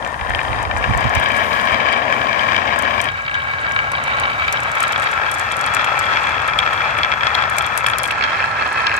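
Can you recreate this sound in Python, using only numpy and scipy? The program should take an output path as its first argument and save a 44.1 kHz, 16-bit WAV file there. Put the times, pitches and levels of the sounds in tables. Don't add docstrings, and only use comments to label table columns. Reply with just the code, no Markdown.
import sys
import numpy as np
from scipy import signal
from scipy.io import wavfile
from scipy.ndimage import uniform_filter1d

SR = 44100
rng = np.random.default_rng(int(sys.argv[2]) if len(sys.argv) > 2 else 0)


def dump(signal):
    limited = np.clip(np.atleast_2d(signal).T, -1, 1)
    pcm = np.round(limited * 32767).astype(np.int16)
    wavfile.write(sys.argv[1], SR, pcm)


N = 396459
T = np.arange(N) / SR


def undb(db):
    return 10 ** (np.asarray(db) / 20)


def unit(x):
    return x / np.sqrt(np.mean(x ** 2))


def band(x, lo_hz, hi_hz, order=2):
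    return signal.sosfilt(signal.butter(order, [lo_hz, hi_hz], "band", fs=SR, output="sos"), x)


def curve(table, **ends):
    return np.interp(T, *np.transpose(table), **ends)


def drift(rate_hz):
    hold = int(SR / rate_hz)
    steps = np.repeat(rng.standard_normal(N // hold + 1), hold)
    return 1.3 * uniform_filter1d(uniform_filter1d(steps, hold), hold)[:N]


def rumble(level_db=-37.5):
    mid, side = band(rng.standard_normal((2, N)), 56.2, 139.5, order=3)
    return unit(mid + 0.32 * side * np.array([[1], [-1]])) * undb(level_db) * undb(drift(2))


# (time [s], level [dB])
INSECT_LEVEL = [(0, -54), (.55, -54), (.95, -58)]


def insect(flicker):
    song = unit(band(rng.standard_normal((2, N)), 8500, 9450))
    return song * flicker * undb(curve(INSECT_LEVEL, right=-120))


# (time [s], level [dB])
ROLLING_LEVEL = [
    [(0.0, -26.5), (0.06, -26), (0.18, -29), (0.3, -27), (1.08, -22), (1.8, -20.5), (2.9, -22), (3.08, -24)],
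    [(3.1, -29), (4.15, -23.5), (4.26, -21), (4.36, -24.5), (4.74, -23), (5.0, -21.5), (5.25, -23),
     (5.38, -22), (5.81, -20.5), (6.1, -20.5), (7.0, -21), (7.99, -22.5), (8.06, -22.5)],
    [(8.08, -20.5), (8.24, -20.5), (8.3, -21), (8.52, -21), (8.75, -19), (8.99, -19.5)],
]


def rolling_db(times):
    return np.interp(times, *np.vstack(ROLLING_LEVEL).T)


# (time [s], level [dB])
SIZZLE_LEVEL = [(0.0, -58), (0.77, -57), (1.47, -48), (1.73, -52.5), (2.7, -55), (3.05, -52), (3.13, -59.5),
                (5.06, -54.5), (8.01, -56), (8.21, -60), (8.6, -56.5), (8.99, -58)]


def hiss(flicker, db_per_rolling_db=0.6):
    white = rng.standard_normal((2, N))
    treble = unit(band(white, 1240, 6850, order=3)) * undb([[-2.5], [1.5]])
    treble *= undb(-42 + db_per_rolling_db * (rolling_db(T) + 19.5))
    sizzle = unit(band(white, 8700, 13800)) * undb(curve(SIZZLE_LEVEL))
    return (treble + sizzle) * flicker


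# (time [s], level [dB])
BREEZE_LEVEL = [(0, -38), (.18, -44), (.3, -30), (.42, -35), (.6, -32), (.8, -27.5), (.95, -32), (1.7, -44),
                (2, -57)]
# (time [s], peak level [dB])
GUSTS = [(.224, -25), (.3, -24.5), (.51, -22), (.57, -26), (.68, -23), (.74, -22), (0.898, -12), (.96, -17),
         (1.055, -13.5), (1.172, -16.5), (1.328, -31), (1.432, -32), (1.73, -34)]


def wind(left_db=-9, right_db=5, rise_db_per_s=700, fall_db_per_s=332):
    level_db = curve(BREEZE_LEVEL, right=-90)
    for time, peak_db in GUSTS:
        slope = np.where(T < time, rise_db_per_s, fall_db_per_s)
        level_db = np.maximum(level_db, peak_db - slope * abs(T - time))
    noise = rng.standard_normal((2, N))
    low = unit(band(noise, 52, 114, order=3)) * undb(level_db)
    high = unit(band(noise, 142, 234)) * undb(-4 + 1.35 * level_db)
    return (low + high) * undb([[left_db], [right_db]])


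# (time [s], level [dB], frequency [Hz], left minus right [dB])
GLASS_CONTACTS = [(0.0478, -23, 6150, -1.5), (0.0739, -25, 7500, 8.5), (0.2972, -24.5, 7800, 15),
                  (0.3573, -30, 7900, 16), (0.404, -28, 7500, 2), (0.431, -29, 8200, 13),
                  (0.6276, -22.5, 7860, 14), (0.7713, -18, 7250, -3), (0.7816, -28, 8100, 15),
                  (0.9752, -14, 7500, 3.5), (1.0067, -21, 8150, 4), (1.0445, -27, 7000, 3),
                  (1.0615, -30, 6800, -4), (1.0948, -21, 7200, -4.5), (1.1508, -7.5, 7360, -1.5),
                  (1.1805, -26, 6000, -3), (1.1975, -16, 8400, -1.5), (1.2251, -25, 8500, -1),
                  (1.2401, -23, 8000, -10), (1.288, -26, 7460, -14), (1.3179, -23, 8000, -3.5),
                  (1.3533, -27, 8500, 2), (1.3664, -26, 7900, 23), (1.3768, -20, 8350, 3.5),
                  (1.4421, -31, 9000, -5), (1.5341, -22, 7200, -6), (1.6129, -21, 7600, 4.5),
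                  (1.6531, -25, 9500, 1), (1.724, -27, 7600, 7), (1.9248, -21, 8300, 5.5),
                  (1.9709, -29, 7000, 6), (2.7617, -26, 7300, 7), (2.7886, -15.5, 8250, 17.5),
                  (2.8226, -21, 8540, 18), (3.0053, -31, 7400, 12), (3.0143, -10, 7660, 8),
                  (3.0411, -21, 8240, 16), (3.0558, -30, 7500, 5), (3.3424, -26, 6050, -10),
                  (3.3527, -28, 7200, 0), (3.7201, -19, 6950, -6), (3.9173, -15, 8100, 6.5),
                  (4.0383, -17, 7800, 6.5), (4.0771, -24, 7000, -4), (4.1987, -13.5, 8200, 1),
                  (4.4783, -20, 6800, 3), (4.5253, -7, 7560, 6.5), (4.6034, -18, 7660, 0),
                  (4.6334, -16.5, 7300, 4.5), (4.7162, -15, 7850, 2.5), (4.7524, -17, 8050, 3),
                  (4.7835, -27, 7500, 8), (4.8038, -10, 8000, 3.5), (4.829, -9, 8200, -2.5),
                  (4.8374, -23, 7800, -2), (4.8791, -14, 7900, 1), (4.9231, -15.5, 7250, 11.5),
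                  (4.9305, -26, 7000, -1), (4.9789, -20, 7500, 0.5), (4.998, -19, 8400, 0),
                  (5.0226, -20, 7800, 9), (5.0321, -23.5, 7800, 3), (5.0404, -21, 8100, 4.5),
                  (5.1141, -18, 7500, 1.5), (5.1211, -22, 6900, -4), (5.1374, -27, 7600, 14),
                  (5.3146, -9.5, 7770, 5.5), (5.3412, -15, 7600, -3.5), (5.3483, -19, 7550, 8),
                  (5.3841, -20, 7800, 3), (5.3955, -11, 7900, 4), (5.4132, -28, 8100, 7),
                  (5.5142, -25, 8000, -4), (5.5202, -13, 7660, 1.5), (5.5667, -15, 8200, 2),
                  (5.5906, -19, 8000, 2), (5.6114, -12, 7600, -1.5), (5.6386, -29, 8500, 2),
                  (5.6623, -11.5, 8400, 0.5), (5.7382, -13, 7800, -2.5), (5.7473, -6, 7470, 1),
                  (5.7671, -18, 6600, 0.5), (5.8172, -27, 7000, 2), (5.8451, -12, 7350, 2.5),
                  (5.9718, -31, 8500, 4.5), (5.9911, -9.5, 7450, 7.5), (5.9983, -20, 6800, 0),
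                  (6.0561, -25, 7000, 2), (6.2344, -24, 7400, 6), (6.2701, -24, 7500, 4.5),
                  (6.2925, -26, 7760, 15), (6.4187, -29, 7900, 15), (6.4772, -19, 8400, 11.5),
                  (6.5875, -16.5, 7950, 14), (6.7336, -21, 8250, 7), (6.9797, -27, 8750, 14),
                  (6.9858, -18, 7260, -1.5), (7.0314, -30, 6900, 6), (7.2686, -32, 6700, 7),
                  (7.3501, -23, 7400, 15), (7.4237, -27, 7700, 10), (7.4985, -20.5, 8300, 17),
                  (7.5663, -22, 8200, 12), (7.5772, -25, 8200, 4), (7.5835, -6, 8440, 13.5),
                  (7.6217, -26, 8350, 21), (7.6641, -19, 8400, 13.5), (7.7588, -35, 9500, 10),
                  (7.7754, -5, 9830, 10), (7.787, -25, 8100, 14), (7.793, -28, 8700, 9),
                  (7.8024, -26, 8100, 12), (7.8385, -25, 6800, 8), (7.8662, -10, 8900, 13),
                  (7.8851, -20, 8300, 17), (7.8984, -22, 8650, 17), (7.9125, -28, 8900, 14),
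                  (7.9836, -9.5, 9000, 17), (8.0327, -8.5, 9540, 8.5), (8.042, -26, 8300, 5),
                  (8.0465, -22, 8300, 8.5), (8.0577, -26, 8600, 26), (8.0757, -21, 7900, 19),
                  (8.0827, -25, 8300, 16), (8.1115, -21, 8700, 14), (8.1913, -31, 8000, -2.5),
                  (8.4397, -33, 7500, 2), (8.6527, -31, 8000, -1), (8.6767, -25, 8040, 1.5),
                  (8.7277, -22, 8100, -7.5), (8.8188, -31, 7600, 13), (8.8667, -31, 7500, -2.5),
                  (8.9407, -23, 7000, 9), (8.9651, -14.5, 8000, 5.5)]


def clicks(faint_count=320, rise_s=0.00095, echo_s=0.00059, tail_s=0.0052, edge_hz=12500,
           lag_s_per_db=0.00003):
    out, t = np.zeros((2, N + 1000)), np.arange(800) / SR
    when, strength, pitch, pan = rng.random((faint_count, 4)).T
    faint = np.c_[when * N / SR, -43 + 12 * strength, 6000 + 3000 * pitch, 14 * pan - 3]
    tail = undb(-10) * np.minimum(t / rise_s, 1) ** 2 * np.exp(-t / tail_s)
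    for time, db, hz, pan_db in np.vstack([GLASS_CONTACTS, faint]):
        edge = undb(-13.5 + 0.3 * pan_db + 0.27 * (db + 12))
        width_s = 0.000086 * undb(-0.1 * (db + 8.5))
        direct = np.exp(-.5 * ((t - rise_s) / width_s) ** 2)
        echo = undb(-4) * np.exp(-.5 * ((t - rise_s - echo_s) / width_s) ** 2)
        for side, sign in enumerate((1, -1)):
            phase = 2 * np.pi * rng.random(2)
            tone = np.cos(2 * np.pi * hz * t + phase[0])
            tone += edge * np.cos(2 * np.pi * edge_hz * t + phase[1])
            tick = (direct + echo) * tone
            tick += tail * band(rng.standard_normal(len(t)), hz * 0.32, min(hz * 1.1, 17000.))
            tick += tail * undb(-3) * band(rng.standard_normal(len(t)), hz * 1.01, hz * 1.07)
            start = max(int((time + side * lag_s_per_db * pan_db) * SR), 0)
            out[side, start:start + len(t)] += undb(db + sign * pan_db / 2) * tick
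    return out[:, :N]


def bumps(rate_hz=2200, scatter_db=3.0, surge_db=2.0):
    at = np.flatnonzero(rng.random(N) < rate_hz / SR)
    return at, undb(scatter_db * rng.exponential(size=len(at)) + surge_db * drift(20)[at])


# (time of full swing [s], upper level [dB], middle level [dB], lower level [dB])
WALL_HITS = [(0.0266, -31, -28.0, -21.0), (0.0493, -30, -21, -21), (0.0654, -35.0, -24, -16),
             (0.1436, -35.5, -24, -19), (0.1946, -41, -24.5, -26.5), (0.2132, -28, -19, -22.0),
             (0.2715, -32, -25.0, -26), (0.2941, -36, -30, -17), (0.3066, -34, -16, -13),
             (0.3163, -38.5, -23.0, -24), (0.3376, -32.0, -23, -17), (0.3498, -15.5, -14.5, -14),
             (0.3929, -29, -13, -14), (0.4063, -31, -21, -28.5), (0.4158, -27.0, -29, -16),
             (0.4524, -28, -24, -15), (0.5319, -27.5, -17, -18), (0.5892, -29, -25.0, -22),
             (0.6529, -28, -20, -18), (0.7133, -27, -15, -13), (0.7659, -29.5, -16, -18),
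             (0.8273, -33, -19, -19), (0.8429, -26, -12, -10), (0.9368, -25, -19, -14),
             (0.95, -40.5, -18, -8), (1.0185, -31, -29, -33), (1.0407, -35.5, -32, -26),
             (1.0785, -24, -21.5, -23.5), (1.1291, -34, -27, -16), (1.1398, -29, -17.5, -16.5),
             (1.1815, -31, -24, -20.5), (1.2337, -22, -27, -21), (1.2608, -17, -17, -16),
             (1.3053, -27.0, -15, -28), (1.3194, -20, -14, -26), (1.3474, -33.0, -13, -27),
             (1.5209, -35.5, -16, -29), (1.554, -27, -27, -27), (1.5645, -25, -23.0, -13),
             (1.574, -31, -17, -17.0), (1.5993, -18, -22, -14.0), (1.6738, -15, -19, -15),
             (1.8044, -19, -19, -19), (1.8886, -18, -18, -24), (1.9202, -23, -21, -24.5),
             (1.9361, -17, -20, -28), (2.0823, -30.5, -16.0, -25.0), (2.1023, -27, -18.0, -14.0),
             (2.1263, -20, -13.5, -10), (2.2167, -19, -22, -13), (2.2324, -29, -27, -21),
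             (2.2709, -22.5, -28, -25), (2.3309, -17, -16.5, -14), (2.3954, -16, -23, -28),
             (2.4884, -18, -13, -19.5), (2.5218, -18, -14, -10), (2.5473, -20, -10, -28),
             (2.5654, -13, -12, -14), (2.5802, -19, -24, -13), (2.6789, -26, -28, -28),
             (2.6928, -29, -24, -33), (2.7327, -27.0, -18, -22), (2.8352, -19, -17, -23.5),
             (2.8534, -24.0, -26, -12), (2.8779, -29, -19, -15), (2.9089, -23, -17, -15),
             (2.9807, -26, -19, -13), (3.004, -16.5, -16, -19), (3.0567, -24.5, -27, -15),
             (3.0883, -18, -19, -27), (3.102, -29, -25.5, -25.0), (3.2547, -35, -30.0, -29),
             (3.2652, -25.0, -26.0, -30), (3.2807, -25, -17, -17), (3.2964, -29, -28, -14),
             (3.3144, -27.0, -18, -23), (3.3439, -19, -23, -26), (3.3534, -23, -25, -13),
             (3.4011, -26.5, -30, -27), (3.4205, -27.5, -29.0, -30.5), (3.5208, -36, -30.0, -33),
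             (3.5936, -29, -31, -30.0), (3.6667, -23, -25, -12), (3.7637, -17.5, -11, -6),
             (3.7906, -21, -9, -10), (3.8024, -30, -18, -15), (3.9526, -20, -29.0, -24),
             (4.0801, -24, -18, -15), (4.2373, -18.5, -18, -12), (4.2557, -20, -19, -17),
             (4.3, -25, -17, -20), (4.4235, -22, -15, -13), (4.4473, -23, -20, -20), (4.483, -16, -12, -22),
             (4.5425, -34, -31, -12), (4.5729, -16.5, -23.5, -26), (4.6574, -37.0, -32, -11),
             (4.7697, -33, -30, -9), (4.8057, -27, -23, -14), (4.8247, -27.0, -19.5, -9),
             (4.8381, -15.5, -19, -7), (4.8513, -28.0, -23.5, -15), (4.9123, -28.5, -20, -16),
             (4.9312, -19, -25, -15), (4.9611, -18.0, -18.5, -9.5), (5.031, -20, -28, -13),
             (5.0733, -17, -16.5, -13), (5.1318, -24, -20, -18.5), (5.1781, -33, -25, -11),
             (5.2009, -32, -20, -17), (5.2181, -23, -27, -12), (5.2376, -36.0, -25, -14),
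             (5.2978, -23, -35, -25.5), (5.4117, -28.0, -32, -16), (5.4298, -28, -24, -14),
             (5.4493, -33, -25, -22), (5.5166, -19, -21, -20), (5.5422, -27, -30, -20),
             (5.594, -27, -30, -18), (5.6429, -20, -20, -25), (5.6546, -27, -19, -24),
             (5.6765, -21, -25, -19), (5.7242, -34, -28, -23), (5.7388, -36, -27, -18),
             (5.7685, -22, -14.5, -8), (5.796, -18.5, -23, -16), (5.8198, -30, -26, -21),
             (5.8328, -30, -28, -27), (5.8444, -21, -17.0, -21), (5.8749, -22.5, -14.5, -21),
             (5.9298, -24, -29.5, -21), (5.9794, -24, -19, -18.0), (6.0128, -32, -25, -15),
             (6.1105, -29, -23, -25), (6.1252, -29.0, -24, -24), (6.138, -21, -25, -18),
             (6.1473, -27, -21, -20), (6.1598, -19, -15, -13), (6.1725, -18, -15.5, -14.5),
             (6.242, -22, -19, -15.0), (6.2716, -23.5, -16, -18), (6.3447, -31, -20, -23),
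             (6.3817, -26, -18, -17), (6.4022, -24, -26, -21), (6.4197, -24, -28.5, -21),
             (6.5371, -27, -19, -26), (6.5902, -5.5, -11, -18), (6.6028, -18, -16, -18.0),
             (6.6303, -21, -17.0, -11), (6.6647, -21, -18, -12), (6.6769, -20, -16, -9),
             (6.7779, -21.5, -24, -22.5), (6.808, -23, -29.0, -9), (6.8198, -23, -16, -25.5),
             (6.9528, -28, -19.0, -16.5), (6.969, -26, -19, -24), (6.988, -23, -15.0, -11),
             (7.0341, -10, -14, -14.5), (7.0489, -19, -18.5, -9), (7.0583, -29.0, -18, -18),
             (7.1192, -16, -13, -18.5), (7.1245, -21, -12, -14), (7.1396, -21, -17, -11),
             (7.2101, -20, -19.0, -18), (7.2349, -18.5, -20, -7), (7.2703, -12, -16, -9),
             (7.3465, -18, -18, -22), (7.352, -9.5, -18.0, -18.0), (7.4145, -22, -25, -19),
             (7.4242, -21, -16.5, -13), (7.4395, -20, -21, -20), (7.5851, -24.5, -14, -15),
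             (7.6103, -19, -18, -12), (7.6469, -22, -22, -27), (7.6575, -23, -26.5, -26.0),
             (7.6744, -26, -20, -19), (7.7794, -27, -19, -17), (7.8452, -34.5, -19, -10),
             (7.865, -11, -11.5, -10), (7.8855, -22, -18, -9), (7.9016, -23, -24, -19.5),
             (7.9365, -15, -17, -10), (8.0008, -21, -20, -26), (8.0406, -15.5, -16, -19),
             (8.0556, -18, -22, -21), (8.1098, -18, -10, -26), (8.124, -25, -19, -20.5),
             (8.2113, -26, -13, -13), (8.2255, -18, -17, -13), (8.2397, -13, -14, -14),
             (8.2465, -27, -16, -11), (8.4044, -33.5, -17, -12), (8.4263, -28.0, -16, -20),
             (8.4423, -25.0, -20, -10), (8.6121, -26.5, -22, -15), (8.6242, -25, -16.5, -12),
             (8.6648, -22, -23, -24), (8.869, -9, -11.0, -14), (8.8801, -26.0, -18.5, -21),
             (8.8956, -26, -15, -18), (8.9167, -28.5, -12, -14), (8.9264, -29.0, -15, -19),
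             (8.942, -25.0, -23, -12)]


def knocks(small_count=60, scatter_db=5):
    chance = rng.random((small_count, 4))
    times = chance[:, :1] * (N - 2) / SR
    small = np.c_[times, rolling_db(times) + [-16, -10, -7] + scatter_db * chance[:, 1:]]
    return np.vstack([WALL_HITS, small])


def modal_impulses(modes, group_db, build_hz, damping_hz, contact_hz=2600, uneven_db=3, phase_rad=0.76):
    hz, width_hz, left_db, right_db = np.transpose(modes)[:, :, None]
    shape = (len(group_db[0]), len(modes))
    drive = undb(-3 * np.log2(hz / contact_hz) ** 2 + uneven_db * rng.standard_normal(shape).T)
    damped_hz = width_hz + damping_hz
    crest = np.pi * damped_hz / SR * (damped_hz / build_hz) ** (damped_hz / (build_hz - damped_hz + 1e-3))
    swing = drive * crest * np.hypot(undb(left_db), undb(right_db)) / 2
    groups = [hz > 2800, (hz <= 2800) & (hz > 1930), hz <= 1930]
    drive *= sum(group * undb(db) / np.sqrt((group * swing ** 2).sum(0))
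                 for group, db in zip(groups, group_db))
    return drive * np.exp(1j * phase_rad * rng.standard_normal(shape).T)


def resonate(force, hz, width_hz, build_hz=1100):
    radii = np.exp(-np.pi * np.array([width_hz, build_hz]) / SR)
    return signal.lfilter([np.prod(1 - radii)], np.poly(radii * np.exp(2j * np.pi * hz / SR)), force)


# (frequency [Hz], bandwidth [Hz], left level [dB], right level [dB])
BOARD_MODES = [
    [(236, 160, -9, -21), (575, 160, -9.5, -19), (750, 200, -3.5, -7), (997, 165, -4, -4.5),
     (1160, 90, -4.5, -0.5), (1430, 260, -8.5, -8), (1652, 23, 0, -3), (1800, 53, -1, -6),
     (2030, 220, -11.5, -15), (2355, 31, -11, -11), (2580, 560, -17.5, -23), (3160, 130, -15, -25),
     (3700, 170, -20, -22.5), (4950, 180, -24.5, -34)],
    [(235, 67, -6, -20), (603, 112, -6.5, -16), (690, 160, -6.5, -9), (940, 210, -9.5, -12.5),
     (1079, 62, 2.5, -2), (1330, 250, -9, -11), (1662, 38, 2, 1.5), (1806, 56, -5, -14),
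     (1835, 160, -10, -7.5), (2314, 104, -2.5, -9), (2530, 320, -15.5, -19), (3083, 80, -10, -16),
     (3243, 48, -12, -16), (3110, 500, -22.5, -39), (3800, 180, -19, -22), (4770, 190, -22.5, -36),
     (5020, 60, -25, -36), (2080, 100, -11, -25), (2870, 40, -13, -21), (3540, 70, -19, -39),
     (3970, 80, -31, -20), (5670, 300, -31, -26)],
    [(223, 63, -20.5, -14), (576, 76, -20, -13.5), (800, 300, -16.5, -11.5), (1103, 77, -6.5, -5.5),
     (1326, 25, -6.5, -2), (1450, 170, -10, -9.5), (1628, 25, 2.5, 1.5), (1928, 340, -20, -8.5),
     (2284, 51, -4, -2), (2610, 77, -21, -18), (2800, 220, -24, -18.5), (3040, 65, -32, -10.5),
     (3224, 34, -21, -16), (3777, 130, -30, -14.5), (4650, 160, -39, -22.5), (3570, 100, -28, -30),
     (3970, 180, -30.5, -28), (5380, 73, -47, -33)],
    [(210, 81, -11.5, -14.5), (606, 144, -7.5, -7), (823, 155, -3.5, -4), (1042, 250, -1.5, -6.5),
     (1325, 100, 5.5, -4.5), (1600, 740, -11.5, -3), (1706, 300, -2.5, -2.5), (2340, 26, 1, 2.5),
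     (2570, 154, -6.5, -1.5), (2130, 105, -5, -7), (3240, 61, -14.5, -2), (3364, 68, -6, -10.5),
     (4030, 220, -18, -36), (5150, 100, -18.5, -37), (6240, 150, -28, -21), (1620, 39, 0.5, 1),
     (1820, 60, -3, 1), (3640, 160, -20.5, -20), (4540, 180, -23, -14.5)],
    [(220, 98, -17.5, -13.5), (620, 330, -14.5, -12.5), (890, 220, -11.5, -3.5), (1065, 110, -4.5, -3),
     (1328, 37, -9, 6.5), (1670, 110, 2, 2), (2100, 380, -8, -9.5), (2573, 55, -1, -10),
     (3160, 89, -10, -14), (3870, 200, -32.5, -18), (4240, 120, -31, -13.5), (4480, 150, -30, -18),
     (5180, 110, -26, -17), (6170, 330, -35, -37), (1180, 88, -7, -16), (2370, 60, -5, -10),
     (3540, 60, -24, -25)],
]
PHASE_LEADS = [
    [0, -.3, -.5, -.8, 2.8, 3, 2, 1, 1, -.9, .8, -1.8, -3, 2.8],
    [0, -.3, -.5, -.8, 2.8, 3, 2, 1.5, 1, -.9, .8, -1.8, -1.8, -1, -3, 2.8, 2.8, 0, -.5, -2.5, 3, 2],
    [-.1, .3, .7, 2, 2.1, 2.6, -2.9, 3, -2.4, -1.3, -.2, -1.6, -1.1, -.4, 1, -.8, 0, 1.5],
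    [0, .1, -.3, -1.6, -.6, -2, 2.1, .3, .1, 1.6, -.8, -1.1, 2.3, 3, 1.8, -2, 2.1, 0, 2.6],
    [0, .6, 1.2, 2, 1, -1.1, -.5, .7, 2.7, 0, 1.4, 1.4, -1.8, 0, 1.5, 0, 1.5],
]
# (time to full swing [s], bandwidth of the second pole [Hz])
KNOCK_BUILDS = [(0.001417, 640), (0.001597, 550), (0.001643, 320), (0.00199, 410), (0.00138, 420)]
# (time [s], gain [dB])
HOLLOW_GAIN = [(3.1, 0), (3.4, 3), (3.85, 0), (4.05, -6), (4.4, -4), (4.75, -5), (5.2, 1), (5.8, 0)]


def board(stage, share, gain, bump_at, bump_size, hits, coherence=0.85, damping_hz=50):
    modes, (build_s, build_hz) = BOARD_MODES[stage], KNOCK_BUILDS[stage]
    active = np.flatnonzero(share > 0)
    start, end = active[0], min(active[-1] + 2000, N)
    length = end - start
    rolling, knocking = np.zeros((2, 2, length))
    here = (bump_at >= start) & (bump_at < end)
    times, *group_db = np.array([hit for hit in hits if start <= hit[0] * SR < end - 1]).T
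    struck = np.maximum((times - build_s) * SR, start).astype(int)
    impulses = share[struck] * modal_impulses(modes, group_db, build_hz, damping_hz)
    for (hz, width_hz, left_db, right_db), lead, impulse in zip(modes, PHASE_LEADS[stage], impulses):
        force, blows = np.zeros((2, length)), np.zeros(length, complex)
        sizes = bump_size[here] ** min(hz / 3000, 1)
        force[:, bump_at[here] - start] = sizes * rng.standard_normal((2, here.sum()))
        force /= force.std()
        correlation = coherence ** (hz / 1500)
        force[1] = correlation * force[0] + np.sqrt(1 - correlation ** 2) * force[1]
        is_hollow = 1600 < hz < 1670 and width_hz < 100
        force *= undb(0.3 * drift(4) + is_hollow * curve(HOLLOW_GAIN))[start:end]
        pickup = (undb([left_db, right_db]) * np.exp(1j * np.array([0, lead])))[:, None]
        rolling += (pickup * resonate(force, hz, width_hz)).imag
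        blows[struck - start] = impulse
        knocking += (pickup * resonate(blows, hz, width_hz + damping_hz, build_hz)).imag
    rolling = band(rolling, 300, 6000, order=1)
    rolling *= (gain * share)[start:end] / rolling.mean(0).std()
    out = np.zeros((2, N))
    out[:, start:end] = rolling + band(knocking, 300, 17000, order=1)
    return out


# (time [s], stage [index into BOARD_MODES])
TRAIN_STAGE = [(0.7, 0), (1.3, 1), (3.085, 1), (3.095, 2), (3.85, 2), (4.3, 2), (4.8, 2.5), (5.5, 3),
               (6.3, 3), (8.05, 3), (8.09, 3.5), (8.99, 4)]
# (start time [s], left minus right [dB])
BOARD_BALANCE = [(0, 6.5), (3.09, 5.5), (8.07, 0.5)]


def marbles(grit_db=-30):
    position, gain = curve(TRAIN_STAGE), undb(rolling_db(T))
    bump_at, bump_size = bumps()
    hits = knocks()
    ticks = np.zeros((2, N))
    ticks[:, bump_at] = bump_size * rng.standard_normal((2, len(bump_at)))
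    out = unit(band(ticks, 3400, 7700)) * undb(grit_db) * gain
    for stage in range(len(BOARD_MODES)):
        share = np.sqrt(np.clip(1 - abs(position - stage), 0, 1))
        out += board(stage, share, gain, bump_at, bump_size, hits)
    starts, balance_db = np.transpose(BOARD_BALANCE)
    pan_db = balance_db[np.searchsorted(starts[1:], T)]
    return out * undb(pan_db * np.array([[.5], [-.5]]))


def scene():
    mix = marbles() + clicks() + wind() + rumble()
    flicker = undb(1.2 * drift(8))
    return mix + hiss(flicker) + insect(flicker)


def record(dry, cutoff_hz=16300):
    lowpass = signal.ellip(8, .2, 70, cutoff_hz, fs=SR, output="sos")
    return signal.sosfilt(lowpass, np.tanh(0.82 * dry) / 0.85)


dry = scene()
out = record(dry)
dump(out)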